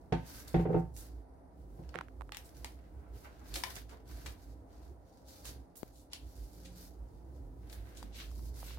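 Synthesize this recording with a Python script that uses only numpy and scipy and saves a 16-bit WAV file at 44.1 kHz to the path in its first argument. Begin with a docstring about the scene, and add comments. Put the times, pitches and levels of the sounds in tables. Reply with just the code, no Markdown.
"""A low, throbbing rumble and still air last throughout, in a small, bare room around a hand-held phone.
A roll of packing tape knocks on a table and wobbles to rest: damped modes struck by each contact.
A sheet of paper with tape on its edges is peeled off the tablecloth, lifted and smoothed onto the wall:
grains of friction make its slides and brushes, sudden buckling its snaps. Fingers tick on the phone's
case, mostly stronger at one microphone, and later tap on the wall, nearly centred: damped pulses."""
import sys
import numpy as np
from scipy import signal
from scipy.fft import rfft, irfft, next_fast_len
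from scipy.io import wavfile

SR = 44100
rng = np.random.default_rng(int(sys.argv[2]) if len(sys.argv) > 2 else 0)


def waveform_to_disk(signal):
    """Save audio, clipped to [-1, 1], as 16-bit WAV at the path in sys.argv[1]."""
    frames = np.transpose(np.atleast_2d(signal))
    scaled = np.clip(frames, -1, 1) * 32767
    samples = np.round(scaled).astype(np.int16)
    wavfile.write(sys.argv[1], SR, samples)


N = 387198
TIME = np.arange(N) / SR


def undb(db):
    """Amplitude ratio of a level: 20 dB is a factor of ten."""
    return 10 ** (np.asarray(db) / 20)


def unit(x):
    """Normalise to a root-mean-square of 1."""
    return x / np.sqrt(np.mean(x ** 2))


def lookup(points, hz):
    """Read (Hz, value) points on a logarithmic frequency axis, as hearing spaces pitch."""
    f, value = np.transpose(points)
    return np.interp(np.log(hz + 1), np.log(f), value)


def freqs(x):
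    """Frequencies in Hz of the discrete spectrum of x."""
    return np.fft.rfftfreq(x.shape[-1], 1 / SR)


def noise(points, size=N, alike_hz=900):
    """Coloured stereo noise: spatial coherence is higher for long waves than for short ones."""
    length = next_fast_len(size, True)
    mid, side = rng.standard_normal((2, length))
    f = freqs(mid)
    apart = np.clip(f / alike_hz, .3, 1)
    mid, side = rfft(mid), rfft(side) * apart
    spectra = np.array([mid + side, mid - side]) * undb(lookup(points, f))
    return unit(irfft(spectra, length)[:, :size])


def walk(rate):
    """Band-limited fluctuation: normal random values, rate per second, joined by straight lines."""
    knots = rng.standard_normal(int(N / SR * rate) + 2)
    return np.interp(TIME * rate, np.arange(len(knots)), knots)


def fade(t, t60):
    """Exponential decay of a damped system: 60 dB in t60 seconds."""
    return undb(-60 * t / t60)


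def swell(t, width_s):
    """Gaussian envelope: a smooth rise and fall around t = 0, with this standard deviation."""
    return np.exp(-.5 * (t / width_s) ** 2)


def pan(db):
    """Level difference between left and right (dB), at constant power."""
    gains = undb(np.array([[db], [-db]]) / 2)
    return unit(gains)


def add(out, s, sound):
    """Superpose a sound that begins at s seconds."""
    start = int(s * SR)
    out[:, start:start + sound.shape[1]] += sound[:, :N - start]


def ring(modes, t, scatter_db, apart_hz):
    """Modal superposition after a blow; short waves reach the two microphones further out of phase."""
    hz, db, t60 = np.transpose(modes)[:, :, None]
    chance = rng.standard_normal((3, len(modes), 1))
    phase = chance[1:] * np.minimum(hz / apart_hz, 2)
    amplitude = undb(db + scatter_db * chance[0]) * fade(t, t60)
    return np.sum(amplitude * np.sin(2 * np.pi * hz * t + phase), axis=1)


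def room(x, build_s=0.001):
    """Diffuse reverberation of hard, close walls, with unit energy and a decay time for each band."""
    # Each row: frequency in Hz, decay time t60 in seconds.
    decay_times = [(150, 0.35), (1000, 0.25), (4000, 0.25), (8000, 0.11), (15000, 0.31)]
    t = np.arange(SR // 2) / SR
    edges = np.geomspace(80, 18000, 9)
    tail = 0
    for lo, hi in zip(edges, edges[1:]):
        bandpass = signal.butter(3, [lo, hi], "band", fs=SR, output="sos")
        band = signal.sosfilt(bandpass, rng.standard_normal((2, len(t))))
        tail = tail + band * fade(t, lookup(decay_times, np.sqrt(lo * hi)))
    build_up = 1 - np.exp(-(t / build_s) ** 2)
    tail = unit(tail * build_up) / np.sqrt(len(t))
    return signal.fftconvolve(x, tail, axes=1)[:, :N]


def room_tone(air_db=-58.5, echo_db=-7, waver_hz=2.463):
    """Broadband air noise with its reverberation, and narrow hum notes wavering in pitch and level."""
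    # Colour of the steady air. Each row: frequency in Hz, relative level in dB.
    air_colour = [(25, -5.5), (60, 17.5), (130, -1.5), (280, 0), (450, -4.5), (720, -2.5), (1100, -15.5),
                  (2000, -27), (3500, -53), (6500, -63), (9000, -34), (16000, -54)]
    # Faint hum in the room. Each row: frequency in Hz, middle level in dB (the first note is shaped below).
    hum = [(177.6, -73.5), (264, -77), (300, -75), (447, -81.5), (528, -78.5)]
    air = noise(air_colour)
    air = unit(air + undb(echo_db) * room(air)) * undb(air_db + 1.0 * walk(5))
    notes = []
    for hz, db in hum:
        level = np.sqrt(2) * undb(db + 5.2 * walk(6))
        phase = 2 * np.pi * np.cumsum(hz + waver_hz * walk(12)) / SR
        notes.append(level * np.sin(phase))
    # the lowest note is held back a little and swells once, at 6.7 s
    lowest_gain = undb(-3.5) + undb(12.5) * swell(TIME - 6.7, .12)
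    return air + notes[0] * lowest_gain + sum(notes[1:])


def rumble(boom_hz=57, wander_hz=6, boom_db=-1, waver_db=3, throb_s=0.034,
           upper_db=-59, upper_follows=0.64, upper_limit_db=-49, upper_waver_db=1.14):
    """Frequency and amplitude modulation: a deep boom wavers and throbs; a broad band follows it gently."""
    # Bed of the boom, before boom_db. Each row: time in seconds, level in dB.
    bed_levels = [(0, -60), (.9, -49.5), (1.2, -52), (1.35, -98), (1.6, -53.5), (2.8, -55), (4.4, -55),
                  (5.1, -63.5), (5.55, -63.5), (6.05, -64), (6.6, -54), (7.9, -51), (8.25, -47),
                  (8.65, -42.5)]
    # Strongest throbs, before boom_db. Each row: time of the peak in seconds, level in dB.
    throbs = [(0.98, -46), (1.16, -46), (1.61, -50), (1.88, -45.5), (2.21, -44), (2.62, -45.5),
              (2.76, -49.5), (2.98, -46), (3.13, -45), (3.54, -41.5), (4.151, -42), (4.28, -45.5),
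              (4.5, -47), (4.91, -49), (5.49, -47.5), (5.59, -46), (6.26, -45.5), (6.42, -40.5),
              (7.02, -42), (7.28, -47.5), (7.43, -47.5), (7.8, -43), (8.5, -45)]
    # Colour of the upper rumble. Each row: frequency in Hz, relative level in dB.
    upper_colour = [(20, -12), (40, -29), (80, 11), (115, 10.5), (175, -2), (220, -3.5), (290, 5),
                    (500, -7), (900, -37)]
    bed = undb(np.interp(TIME, *np.transpose(bed_levels)) + waver_db * walk(14))
    throb_power = sum((undb(db) * swell(TIME - s, throb_s)) ** 2 for s, db in throbs)
    level = np.sqrt(bed ** 2 + throb_power)
    phase = 2 * np.pi * np.cumsum(boom_hz + wander_hz * walk(22)) / SR
    boom = np.sqrt(2) * np.sin(phase) * level * undb(boom_db)
    # a limit and an exponent below 1 compress the throbs
    followed = np.minimum(level, undb(upper_limit_db)) ** upper_follows
    upper_envelope = unit(followed * undb(upper_waver_db * walk(12)))
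    upper = noise(upper_colour) * upper_envelope * undb(upper_db)
    return boom * pan(-2.8) + upper


def paper_slide(hiss_db=0, scrape_db=-2, held_db=-83.5, rise_share=0.3, runout_t60=0.31,
                grain_db=5, flutter_db=2, room_db=1, sheen_hz=8000, brisk_db=-62,
                crinkles_per_s=35, crinkle_db=10, crinkle_t60=0.0039, drift_db=2):
    """Stick-slip friction: fibres release a dense stream of grains, with crinkles standing out at random."""
    # Paper on cloth, fingers and wall. Each row: start in seconds, length in seconds,
    # hiss level in dB and scrape level in dB (before hiss_db and scrape_db).
    slides = [(0.122, 0.49, -65.5, -59.5), (0.237, 0.18, -55, -58.5), (0.694, 0.11, -71, -77),
              (0.947, 0.12, -62, -63), (1.71, 0.33, -75.5, -70), (2.32, 0.19, -74, -66),
              (2.524, .19, -66.5, -65.5), (2.738, 0.15, -90, -68), (3.121, 0.13, -65, -63),
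              (3.268, .2, -71, -63), (3.43, 0.35, -56, -55), (3.88, 0.057, -67, -56),
              (4.045, 0.27, -59.5, -57.5), (4.333, 0.18, -68.5, -71), (4.667, .2, -70.5, -70.5),
              (5.028, 0.19, -73, -81), (5.237, 0.2, -60.5, -86), (5.433, 0.062, -53, -54.5),
              (5.74, 0.14, -69.5, -72), (6.14, .54, -65.5, -76), (6.575, 0.29, -65, -68.5),
              (6.746, 0.1, -56.5, -76), (7.05, 0.16, -79.5, -88), (7.322, 0.074, -76, -88),
              (7.585, 0.5, -72, -62.5), (7.684, .07, -67, -63.5), (8.137, 0.11, -58, -63),
              (8.275, .2, -63, -79), (8.521, 0.22, -57, -63)]
    # Colours of the light hiss and the firmer scrape. Each row: frequency in Hz, relative level in dB.
    hiss_colour = [(1500, -2), (3000, -4), (4800, 6.5), (6500, 4.5), (8500, 0), (12000, 3.5), (16000, -2.5)]
    scrape_colour = [(300, 17.5), (700, 2), (1400, 8.5), (2600, -1), (4000, -4), (8000, -16)]
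    # the sheet whispers even when it is only held
    power = np.full((2, N), undb(held_db) ** 2)
    for s, length, *levels in slides:
        t = np.arange(int((length + runout_t60) * SR)) / SR
        rise = np.minimum(t / (rise_share * length), 1)
        shape = rise * fade(np.maximum(t - length, 0), runout_t60)
        add(power, s, (undb(levels)[:, None] * shape) ** 2)
    out = 0
    for colour, level, trim_db in zip((hiss_colour, scrape_colour), np.sqrt(power), (hiss_db, scrape_db)):
        catches = (rng.random(N) < crinkles_per_s / SR) * rng.exponential(size=N)
        crinkles = signal.lfilter([undb(crinkle_db)], [1, -fade(1 / SR, crinkle_t60)], catches)
        unevenness = undb(grain_db * walk(900) + flutter_db * walk(45))
        grains = unit(noise(colour) * (unevenness + crinkles))
        brisk = unit(grains + undb(room_db) * room(grains))
        # a slow slide, taken as a quiet one, has less above sheen_hz
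        slow = irfft(rfft(brisk) / (1 + (freqs(brisk) / sheen_hz) ** 8), N)
        speed = np.minimum((level / undb(brisk_db)) ** .25, 1)
        # brightness also drifts at random, for the changing angle of the sheet
        brightness = speed * undb(drift_db * walk(9))
        out = out + (slow + brightness * (brisk - slow)) * level * undb(trim_db)
    return out


def tape_roll(clack_db=-4, clack_t60=0.048, room_db=-17, clack_room_db=0):
    """Impact excitation of modes: the table booms, the cardboard core rings, the contact clacks."""
    # The rim meets the table. Each row: time in seconds, table drive in dB, core drive in dB,
    # corner in Hz above which the contact excites the modes less and less (capped at SR / 4).
    knocks = [(0.122, -23, -24, 6000), (0.1331, -31, -36.5, 3020), (0.5421, -26, -23, 2630),
              (0.5541, -24, -32.5, 700), (0.5671, -59, -36, 2200), (0.5945, -25.5, -32, 2800),
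              (0.619, -45, -38, 1100), (0.654, -28, -25.5, 1040), (0.6905, -33.5, -33.5, 1010),
              (0.703, -35, -26, 700), (0.729, -47, -36, 2260), (0.7431, -27, -23.5, 1160),
              (0.7616, -31.5, -29, 1270), (0.769, -33, -48, 1500), (0.785, -47, -42, 1330),
              (0.802, -38.5, -45, 1300), (1.789, -44, -45, 900), (1.951, -46.5, -41, 905)]
    # Modes of the table top. Each row: frequency in Hz, middle level in dB, t60 in seconds.
    table_modes = [(58.2, -7.5, 0.38), (116, -19, 0.51), (141.2, -4, 0.28), (166.5, 1, 0.24),
                   (257.8, -12, 0.23), (280.5, -9.5, 0.094)]
    # Modes of the cardboard core. Each row: frequency in Hz, middle level in dB, t60 in seconds.
    core_modes = [(340, -3.5, 0.15), (423, -5.5, 0.089), (436, -4.5, 0.097), (467, -2.5, 0.051),
                  (497, -15, 0.13), (565, -21, 0.12), (723, -16, 0.15), (763, -9.5, 0.2), (897, -17.5, 0.3),
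                  (916, -20.5, 0.14), (1240, -28, 0.11), (1550, -26, 0.086)]
    # Colour of the crowd of short-lived modes. Each row: frequency in Hz, relative level in dB.
    clack_colour = [(100, -3), (250, 6.5), (500, 5), (1000, -4.5), (2000, -8), (3500, -14.5), (7000, -22.5),
                    (15000, -27)]
    dry, send = np.zeros((2, N)), np.zeros((2, N))
    t = np.arange(int(SR * .4)) / SR
    onset = 1 - np.exp(-t / 0.0018)
    for s, table_db, core_db, contact_hz in knocks:
        top = undb(table_db) * ring(table_modes, t, scatter_db=3.5, apart_hz=796)
        core = undb(core_db) * ring(core_modes, t, scatter_db=2.5, apart_hz=734)
        clack = undb(core_db + clack_db) * noise(clack_colour, len(t)) * fade(t, clack_t60)
        # a soft, rolling contact leaves the high modes nearly still
        contact = signal.butter(2, min(contact_hz, SR / 4), fs=SR, output="sos")
        body, clack = signal.sosfilt(contact, onset * np.array([top + core, clack]))
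        add(dry, s, body + clack)
        add(send, s, undb(room_db) * body + undb(clack_room_db) * clack)
    return (dry + room(send)) * pan(-.4)


def paper_brushes(grain_db=5, width_octaves=0.88, dry_db=-4, wet_db=-2):
    """Granular friction noise: short strokes, flaps and pats swell and sink, each around its own pitch."""
    # Each row: time of the peak in seconds, level in dB (before dry_db and wet_db), centre in Hz,
    # standard deviation of the swell in seconds.
    brushes = [(0.48, -49, 6800, 0.004), (0.985, -51.5, 8540, 0.023), (1.97, -54, 1300, 0.02),
               (2.455, -56.5, 7950, 0.0095), (3.03, -70, 900, 0.083), (3.257, -53, 1020, 0.013),
               (3.409, -60.5, 700, 0.013), (3.57, -45.5, 6950, 0.014), (3.563, -44, 383, 0.0081),
               (3.655, -54.5, 620, 0.012), (3.925, -55, 596, 0.0089), (4.269, -53, 350, 0.011),
               (5.299, -65, 5850, .026), (5.477, -51, 5330, 0.012), (5.77, -49.5, 11900, 0.0063),
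               (5.979, -65, 6500, 0.034), (6.141, -51, 3800, 0.015), (6.655, -53, 3970, 0.0051),
               (7.732, -54.5, 10100, 0.0082), (7.78, -65.5, 2300, 0.014), (7.977, -55.5, 4940, .012),
               (8.041, -48, 119, 0.011), (8.156, -53.5, 3360, 0.017), (8.204, -45.5, 2580, .014),
               (8.401, -50, 119, 0.025), (8.69, -56.5, 2600, 0.049)]
    out = np.zeros((2, N))
    for s, db, hz, swell_s in brushes:
        t = np.arange(-SR // 6, SR // 6) / SR
        white = rng.standard_normal((2, len(t)))
        colour = swell(np.log2((freqs(white) + 1) / hz), width_octaves)
        uneven = white * undb(grain_db * walk(700)[:len(t)])
        grains = unit(irfft(rfft(uneven) * colour, len(t)))
        add(out, s + t[0], undb(db) * grains * swell(t, swell_s))
    return undb(dry_db) * out + undb(wet_db) * room(out)


def paper_snaps(ring_db=-7.5, wet_db=-4, click_db=3.5, click_t60=0.00084, crinkle_db=4):
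    """Snap-through buckling: a sharp click, a crinkle and a papery ring, answered by the walls."""
    # The sheet buckles or the tape lets go. Each row: time in seconds, level in dB, pitch in Hz
    # that sets the band, t60 of the crinkle in seconds, left minus right in dB.
    snaps = [(0.965, -50, 8400, 0.051, -10), (1.892, -56, 3930, .006, 3), (2.3208, -38.5, 2400, 0.0071, -3),
             (2.347, -41.5, 2700, .008, 1), (2.370, -38, 8400, .003, 10), (2.492, -59, 9000, .006, 4),
             (2.6456, -36, 3700, 0.0085, 4), (3.541, -37, 7000, 0.09, 1), (3.556, -37, 4000, 0.076, 0),
             (3.637, -28.5, 2880, 0.016, 2), (3.7059, -46, 3060, 0.02, 10), (3.7553, -46, 6800, .03, -8),
             (3.765, -43.5, 2900, 0.024, -5), (3.894, -58.5, 5900, 0.068, 4), (4.261, -43, 2800, 0.08, 1),
             (5.453, -47, 7300, 0.069, -15), (5.756, -58, 12000, 0.052, -14),
             (6.1332, -36.5, 5500, 0.013, -2), (7.698, -55.5, 5850, 0.05, 11), (7.728, -49, 3950, 0.034, 0),
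             (8.028, -49.5, 6500, 0.012, 6)]
    # Ring of the sheet before it bends. Each row: frequency in Hz, middle level in dB, t60 in seconds.
    sheet_modes = [(970, -6.5, 0.026), (1380, -12, 0.014), (2200, -7, 0.0065), (2920, -2, 0.0051),
                   (4210, -10.5, 0.026), (4860, -7, 0.0077), (5195, -7, .01)]
    dry, send = np.zeros((2, N)), np.zeros((2, N))
    t = np.arange(SR // 10) / SR
    for s, db, hz, crinkle_t60, pan_db in snaps:
        # curvature changes the stiffness of the sheet, so its ring moves
        bend = 2 ** rng.uniform(-0.21, 0.22)
        modes = [(f * bend, level, t60) for f, level, t60 in sheet_modes]
        unevenness = undb(crinkle_db * walk(1770)[:len(t)])
        crinkle = rng.standard_normal((2, len(t))) * unevenness * fade(t, crinkle_t60)
        papery = undb(ring_db) * ring(modes, t, scatter_db=2.5, apart_hz=2600)
        band = signal.butter(1, [hz / 3.0, min(hz * 1.4, SR / 2 - 2000)], "band", fs=SR, output="sos")
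        snap = signal.sosfilt(band, crinkle + papery)
        snap /= np.sqrt(np.mean(snap[:, :SR // 500] ** 2))  # its first 2 ms set the level
        # the higher the buckle, the stronger its click
        click = undb(click_db) * hz / 6000 * rng.standard_normal((2, len(t))) * fade(t, click_t60)
        add(dry, s, undb(db) * (snap + click) * pan(pan_db))
        add(send, s, undb(db) * snap)
    return dry + undb(wet_db) * room(send)


def finger_ticks(edge_db=-21, edge_t60=0.0083, cycles=5.4, longest_s=0.0069):
    """Heavily damped resonance: ticks on the phone's case, mostly one-sided, then wall taps near the centre."""
    # Each row: time in seconds, relative level in dB, pitch in Hz, left minus right in dB.
    ticks = [(1.9424, -30, 1340, -21), (1.946, -34, 1250, -5), (1.951, -29.5, 603, -4),
             (1.957, -21.5, 1700, -23), (1.978, -42, 3000, -6), (1.9882, -22.5, 1340, -27),
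             (2.010, -26.5, 1170, -27), (2.012, -26, 1080, 5), (2.0845, -40.5, 1440, -17),
             (2.210, -29.5, 950, -29), (2.2192, -33, 940, -23), (2.293, -37.5, 1220, -24),
             (5.8314, -19, 247, 24), (8.028, -35, 854, -4), (8.315, -48, 1110, -2), (8.393, -49, 915, -4),
             (8.627, -45, 1210, -5), (8.63, -35.5, 750, -3), (8.707, -42.5, 1040, 0),
             (8.774, -42.5, 840, -1)]
    out, t = np.zeros((2, N)), np.arange(SR // 20) / SR
    for s, db, hz, pan_db in ticks:
        # a tick dies within a few cycles, or sooner under the finger
        t60 = min(cycles / hz, longest_s)
        onset = 1 - np.exp(-t * hz * 9)
        pulse = np.cos(2 * np.pi * hz * t) * fade(t, t60) * onset
        edge = undb(edge_db) * rng.standard_normal((2, len(t))) * fade(t, edge_t60)
        add(out, s, undb(db) * pan(pan_db) * (1.29 * pulse + edge))
    return signal.sosfilt(signal.butter(1, 6000, fs=SR, output="sos"), out)  # skin is soft


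def scene():
    """Linear superposition of the room's air, rumble, roll, paper and finger ticks."""
    background = room_tone() + rumble()
    paper = paper_slide() + paper_brushes() + paper_snaps()
    return background + tape_roll() + paper + finger_ticks()


def record(dry, lowest_hz=30, top_hz=16000):
    """Linear filtering: each microphone port adds its colour; the phone cuts the deepest bass and the top."""
    # Each row: frequency in Hz, left minus right in dB.
    ports = [(2000, -1), (4400, 4.5), (8000, -3), (15000, -1)]
    balance = undb(np.array([[.5], [-.5]]) * lookup(ports, freqs(dry)))
    coloured = irfft(rfft(dry) * balance, N)
    heard = signal.sosfilt(signal.butter(2, lowest_hz, "high", fs=SR, output="sos"), coloured)
    return signal.sosfilt(signal.ellip(10, .2, 80, top_hz, fs=SR, output="sos"), heard)


dry = scene()
out = record(dry)
waveform_to_disk(out)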